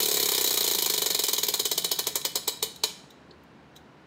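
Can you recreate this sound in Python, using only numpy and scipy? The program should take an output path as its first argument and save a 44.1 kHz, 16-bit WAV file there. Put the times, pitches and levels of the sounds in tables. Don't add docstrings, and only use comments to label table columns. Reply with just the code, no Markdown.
import sys
import numpy as np
from scipy import signal
from scipy.fft import rfft, irfft, next_fast_len
from scipy.io import wavfile
from scipy.ndimage import uniform_filter1d

SR = 44100
rng = np.random.default_rng(int(sys.argv[2]) if len(sys.argv) > 2 else 0)


def generate_wav(signal):
    frames = np.transpose(np.atleast_2d(signal))
    scaled = np.clip(frames, -1, 1) * 32767
    pcm = np.round(scaled).astype(np.int16)
    wavfile.write(sys.argv[1], SR, pcm)


def ratio_of_db(decibels):
    return 10 ** (np.asarray(decibels, float) / 20)


N = 179380

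START_PEGS_PER_S, PASSES, PEGS = 36.77834, 57, 14


def unit(x):
    return x / np.sqrt(np.mean(x ** 2) + 1e-20)


def along(points, hz):
    point_hz, value = np.transpose(points)
    return np.interp(np.log(hz + 1), np.log(point_hz + 1), value)


def filtered(x, response):
    size = next_fast_len(N + SR // 2)
    hz = np.fft.rfftfreq(size, 1 / SR)
    return irfft(rfft(x, size) * response(hz), size)[..., :N]


def ringing(modes, order=1):
    def response(hz):
        total = 0
        for k, (center, width, db) in enumerate(modes):
            damping = 1j * hz * width
            total = total + (-1) ** k * ratio_of_db(db) * damping / (center ** 2 - hz ** 2 + damping)
        total = total ** order
        return total / np.sqrt(np.mean(abs(total) ** 2))
    return response


def run_down():
    first_s, bite, share = .00176, 22.04934, .0031307
    floor = bite / share
    squared = (START_PEGS_PER_S ** 2 + floor) * (1 - share) ** np.arange(PASSES - 1) - floor
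    speed = np.sqrt(squared)
    return first_s + np.append(0, np.cumsum(1 / speed)), np.append(speed, 0)


REBOUND_S = [0, .0022, .0033, .0061, .0095, .0125, .0146, .0166, .0206, .0248]


def blows(times, db, rebound_db, fall_s, rough):
    t = np.arange(256) / SR
    push = np.zeros(256)
    push[round(fall_s * SR)] = 1
    arrive = (times[:, None] + REBOUND_S).ravel()
    size = ratio_of_db(db[:, None] + rebound_db).ravel()
    scrape = t * np.exp(-t / fall_s) * rng.standard_normal((len(arrive), 256))
    scrape /= np.linalg.norm(scrape, axis=1, keepdims=True)
    share = np.clip(rough, 0, 1)
    force = size[:, None] * (np.sqrt(1 - share) * push + np.sqrt(share) * scrape)
    where = np.round(arrive * SR).astype(int)[:, None] + np.arange(256)
    return np.bincount(where.ravel(), force.ravel(), N + 256)[:N]


REBOUND_DB = [0.5, -1, -1, -3, -3.5, -10, -13, -7, -12, -16.5]
BOARD_DB = [0.5, -18, -11, -16, -18, -26, -38.5, -16, -20, -29.5]
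# pitch_hz, width_hz, level_db
BOOM = [(300.4, 260, -4.5), (429.7, 105, 5.5), (540.6, 33, -2.5)]
KNOCK = [(706, 143, -4.5), (1057, 157, -3), (1560, 730, -9), (1784, 12, -5), (1892, 47, -10),
         (2370, 220, -2)]
FLAPPER = [(5840, 550, -6.5), (6730, 266, 1.5), (7110, 160, 1), (7750, 320, -4), (7925, 84, 0),
           (8530, 1200, -9)]
EDGE = [(8950, 2500, -9), (11260, 900, -4), (13180, 1200, 2), (15030, 2000, -3.5)]


def strike(contacts, low_modes, high_modes, high_db, fall_s, rough, lively):
    s, ring, boom, knock, flap, edge = np.transpose(contacts)
    db, rebound_db = ring + 19, np.array(REBOUND_DB) / lively
    low_db, high_ring_db = db - 3 - high_db / 2, db - 4 + high_db / 2
    out = filtered(blows(s, db + boom + 4, BOARD_DB, fall_s, 0), ringing(BOOM, order=2))
    out += filtered(blows(s, db + knock, rebound_db * 0.85, fall_s, 0.48), ringing(KNOCK))
    out += filtered(blows(s, low_db, rebound_db, 1.509 * fall_s, rough), ringing(low_modes))
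    out += filtered(blows(s, high_ring_db, rebound_db, 1.483 * fall_s, rough), ringing(high_modes))
    out += filtered(blows(s, db + flap - .3, rebound_db, 1.4 * fall_s, rough), ringing(FLAPPER))
    return out + filtered(blows(s, db + edge - .3, rebound_db, 1.3 * fall_s, rough), ringing(EDGE))


# pitch_hz, width_hz, level_db
PEG = [(3011, 63, -3), (3400, 390, -8.5), (3913, 62, 1.5), (4736, 220, -7.5), (5040, 280, -4.5),
       (5327, 197, -6.5)]
PEG_END = [(4257, 200, 4), (4456, 40, -4)]
TIP = [(3260, 660, -4.5), (3923, 140, 6.5), (4680, 130, -16.5), (5500, 610, -7)]
# peg_ring_db, boom_db, knock_db, flapper_ring_db, edge_click_db
FAST_DB = [-25, -29.5, -35, -26.5, -24]
CRAWL_DB = [-21, -34.5, -35.5, -23.5, -27]
SCATTER_DB = [0.78, 1.33, 1, 0.3, .6]
# peg_ring_over_rule_db, upper_over_lower_ring_db, face_tone_db, knock_over_rule_db
LAST_TURN = [(1.5, -0.5, -57, -0.5), (0.5, -4.5, -55, -0.5), (-1.5, -3, -66, 0.5), (-1.5, -3.5, -47.5, 0),
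             (-1.5, -3.5, -42, 1), (3, 0.5, -53, 0.5), (1, 5, -62, 1), (-2, -3.5, -46.5, 1.5),
             (-4, -2.5, -50, 1.5), (-1.5, -1.5, -55, -0.5), (1, 2, -50.5, 1.5), (-2, -1, -31, 0.5),
             (-1.5, -0.5, -28, -0.5), (1, 3, -33, 1)]


def snaps():
    s, speed = run_down()
    pace = speed[:, None] / START_PEGS_PER_S
    chance = rng.standard_normal((PASSES, 6))
    db = pace * FAST_DB + (1 - pace) * CRAWL_DB + chance[:, :5] * SCATTER_DB
    high_db = -.5 + 1.3 * chance[:, 5]
    ring_db, high_db[-PEGS:], _, knock_db = np.transpose(LAST_TURN)
    db[-PEGS:, 0] += ring_db
    db[-PEGS:, 2] += knock_db
    releases = np.column_stack([s, db[:, 0], db[:, 1:] - db[:, :1]])
    lively = pace + (1 - pace) * 0.88

    scrapes = releases[1:] + [-.0045, -14.5, -16, 3.5, -25, -16]
    scrapes[-1, 1] -= 9
    running = strike(releases[:-1], PEG, PEG_END, high_db[:-1], 0.000501, 0.72, lively[:-1])
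    running += strike(scrapes, TIP, PEG_END, -13.5, .0012, 1.0, 0.44)

    last = releases[-1:] + [-.0007, 1.5, 1, -1.5, 0.5, -3]
    last_end = [(4250, 300, 0), (4380, 45, -9.5)]  # pitch_hz, width_hz, level_db
    return running, strike(last, PEG, last_end, 7, .0008, 0.75, 0.62)


# speed_pegs_per_s, tip_ring_db
CATCH = [(5, -54), (11, -45.5), (16, -41), (22, -37), (27, -34), (31, -32), (33.5, -35.5), (37, -34)]


def catches():
    s, speed = run_down()
    speed, chance = speed[:-1], rng.standard_normal((PASSES - 1, 3))
    ahead = .355 + .02 * chance[:, 0]
    s = s[1:] - ahead / speed
    ring = np.interp(speed, *np.transpose(CATCH)) + 3.5 * chance[:, 1]
    click = -1.5 - 1.4 * chance[:, 1] + 1.9 * chance[:, 2]
    contacts = np.transpose([s, ring + 2.73, 0 * s - 18, 0 * s - 17, .6 * click - 2.5, click - 1.5])
    return strike(contacts, TIP, PEG_END, -7, .0006, 0.87, 0.22)


# start_s, peg_ring_db, flapper_ring_db, click_db
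ROCKS = [
    (2.962, -60, -8, -14),
    (3.104, -56.5, -5, -2.5),
    (3.434, -78, 5, 10),
    (3.755, -65.5, -2.5, -6),
    (3.7625, -53.5, 1.5, -2),
]
# start_s, ring_db, boom_db, knock_db, flapper_db, click_db
SETTLE = [
    (3.308, -45.5, -1, -21, -14, -32),
]


def rocking():
    settle = strike(SETTLE, PEG, PEG_END, 9, 0.00078, .8, 0.55)
    dull = filtered(settle, lambda hz: (1 + 1j * hz / 7000) ** -4)
    contacts = np.insert(np.array(ROCKS), [2, 2], -20, axis=1)
    return strike(contacts, TIP, PEG_END, -20.5, 0.00061, 1.0, 0.53) + dull


# (fast_level_db, crawl_level_db, swing_db, loudest_at_peg)
DISC = [((532, 70), (-50, -36, 6.5, 10)), ((703.5, 200), (-45, -40, 6, 5.5)), ((970, 360),
        (-41, -32.5, 2, 11))]


def face():
    s, speed = run_down()
    pace = speed / START_PEGS_PER_S
    tones = [(s[-PEGS:], np.transpose(LAST_TURN)[2], (447, 55))]
    for mode, (fast, crawl, swing, peg) in DISC:
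        turn = np.cos(2 * np.pi * (np.arange(PASSES) - peg) / PEGS)
        tones.append((s, pace * fast + (1 - pace) * crawl + swing * turn, mode))
    out = np.zeros(N)
    for at, db, mode in tones:
        out += filtered(blows(at, db + 21.5, BOARD_DB, 0.00061, 0), ringing([(*mode, 0)], order=2))
    return out


# pitch_hz, t60_s
ROOM = [(300, 0.28), (1000, 0.34), (4000, 0.4), (8000, 0.32), (15000, 0.14)]
# pitch_hz, level_db
WET = [(300, -6.5), (1000, -2.5), (4000, -4.5), (8000, -5.5), (10500, 0), (13100, -4), (14500, 2.5),
       (15500, 2)]


def room(x):
    out, step = np.zeros(N + 2 * SR), SR // 8
    for start in range(0, N, step):
        hz, t, z = signal.stft(rng.standard_normal(SR // 2), SR, nperseg=256)
        fade_db = -60 * t / along(ROOM, hz)[:, None]
        lasting = ratio_of_db(fade_db) + ratio_of_db(fade_db / 2.7 - 17.5)
        tail = signal.istft(z * lasting, SR, nperseg=256)[1]
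        tail *= 1 - np.exp(-np.arange(len(tail)) / (0.0041 * SR))
        piece = signal.fftconvolve(x[start:start + step], tail / np.linalg.norm(tail))
        out[start:start + len(piece)] += piece
    return filtered(out[:N], lambda hz: ratio_of_db(along(WET, hz) - 5.5))


# start_s, level_db
AXLE = [
    (0, -50.5),
    (.5, -55),
    (1, -55),
    (1.5, -55.5),
    (2, -56.5),
    (2.5, -62),
    (2.9, -60.5),
    (4.07, -93.5),
]
# pitch_hz, width_hz, level_db
STAND = [(79.8, 18, -5.5), (134.6, 44, -16), (176.3, 32, 2.5), (244, 159, -11)]


def axle():
    s, db = np.transpose(AXLE)
    level = ratio_of_db(np.interp(np.arange(N) / SR, s, db))
    return level * unit(filtered(rng.standard_normal(N), ringing(STAND)))


# pitch_hz, density_db_per_hz
AIR = [(15, -86.5), (25, -50.5), (60, -20), (103, -22.5), (138, -4), (167, -9), (273, -7), (584, -14.5),
       (979, -16), (1250, -20.5), (1360, -18.5), (3060, -28), (3600, -31.5), (3910, -30.5), (16500, -61.5)]


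def air():
    z = signal.stft(rng.standard_normal(N + 512), nperseg=512)[2]
    patches = uniform_filter1d(uniform_filter1d(rng.standard_normal(z.shape), 5, 0), 12, 1)
    noise = signal.istft(z * ratio_of_db(0.35 * unit(patches)), nperseg=512)[1][:N]
    return ratio_of_db(-53) * unit(filtered(noise, lambda hz: ratio_of_db(along(AIR, hz))))


# pitch_hz, width_hz, level_db
HUM = [(76.6, 9.4, 0), (150, 11, -2.5)]


def hum():
    return ratio_of_db(-66.5) * unit(filtered(rng.standard_normal(N), ringing(HUM, order=2)))


def hiss():
    return ratio_of_db(-87.5) * rng.standard_normal(N)


# pitch_hz, level_db
LAST_BEAM = [(3500, 0.5), (4000, -6), (4300, -9.5), (4600, -6), (5100, 0)]


def scene():
    (running, last), rest, disc = snaps(), rocking(), face()
    running = running + catches()
    beamed = filtered(last, lambda hz: ratio_of_db(1.5 + along(LAST_BEAM, hz)))
    wet = room(running + beamed + ratio_of_db(-5) * disc + ratio_of_db(-5) * rest)
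    wheel = running + last + rest + disc + wet + axle()
    return (wheel + air() + hum() + hiss())[None]


def band_limit(x):
    return signal.sosfilt(signal.butter(12, 17160, fs=SR, output="sos"), x)


def record(dry):
    body = filtered(dry, lambda hz: np.clip((15800 + 90 - hz) / 180, 0, 1))
    top = filtered(dry - body, lambda hz: hz < 16550)
    now = np.abs(uniform_filter1d(top ** 2, size=256)) + 1e-14
    before = np.roll(np.abs(uniform_filter1d(top ** 2, size=512)), 450) + 1e-14
    sudden = uniform_filter1d((now > ratio_of_db(26) * before) * 1., size=128)
    return band_limit(body + ratio_of_db(-19) * sudden * top)


dry = scene()
out = record(dry)
generate_wav(out)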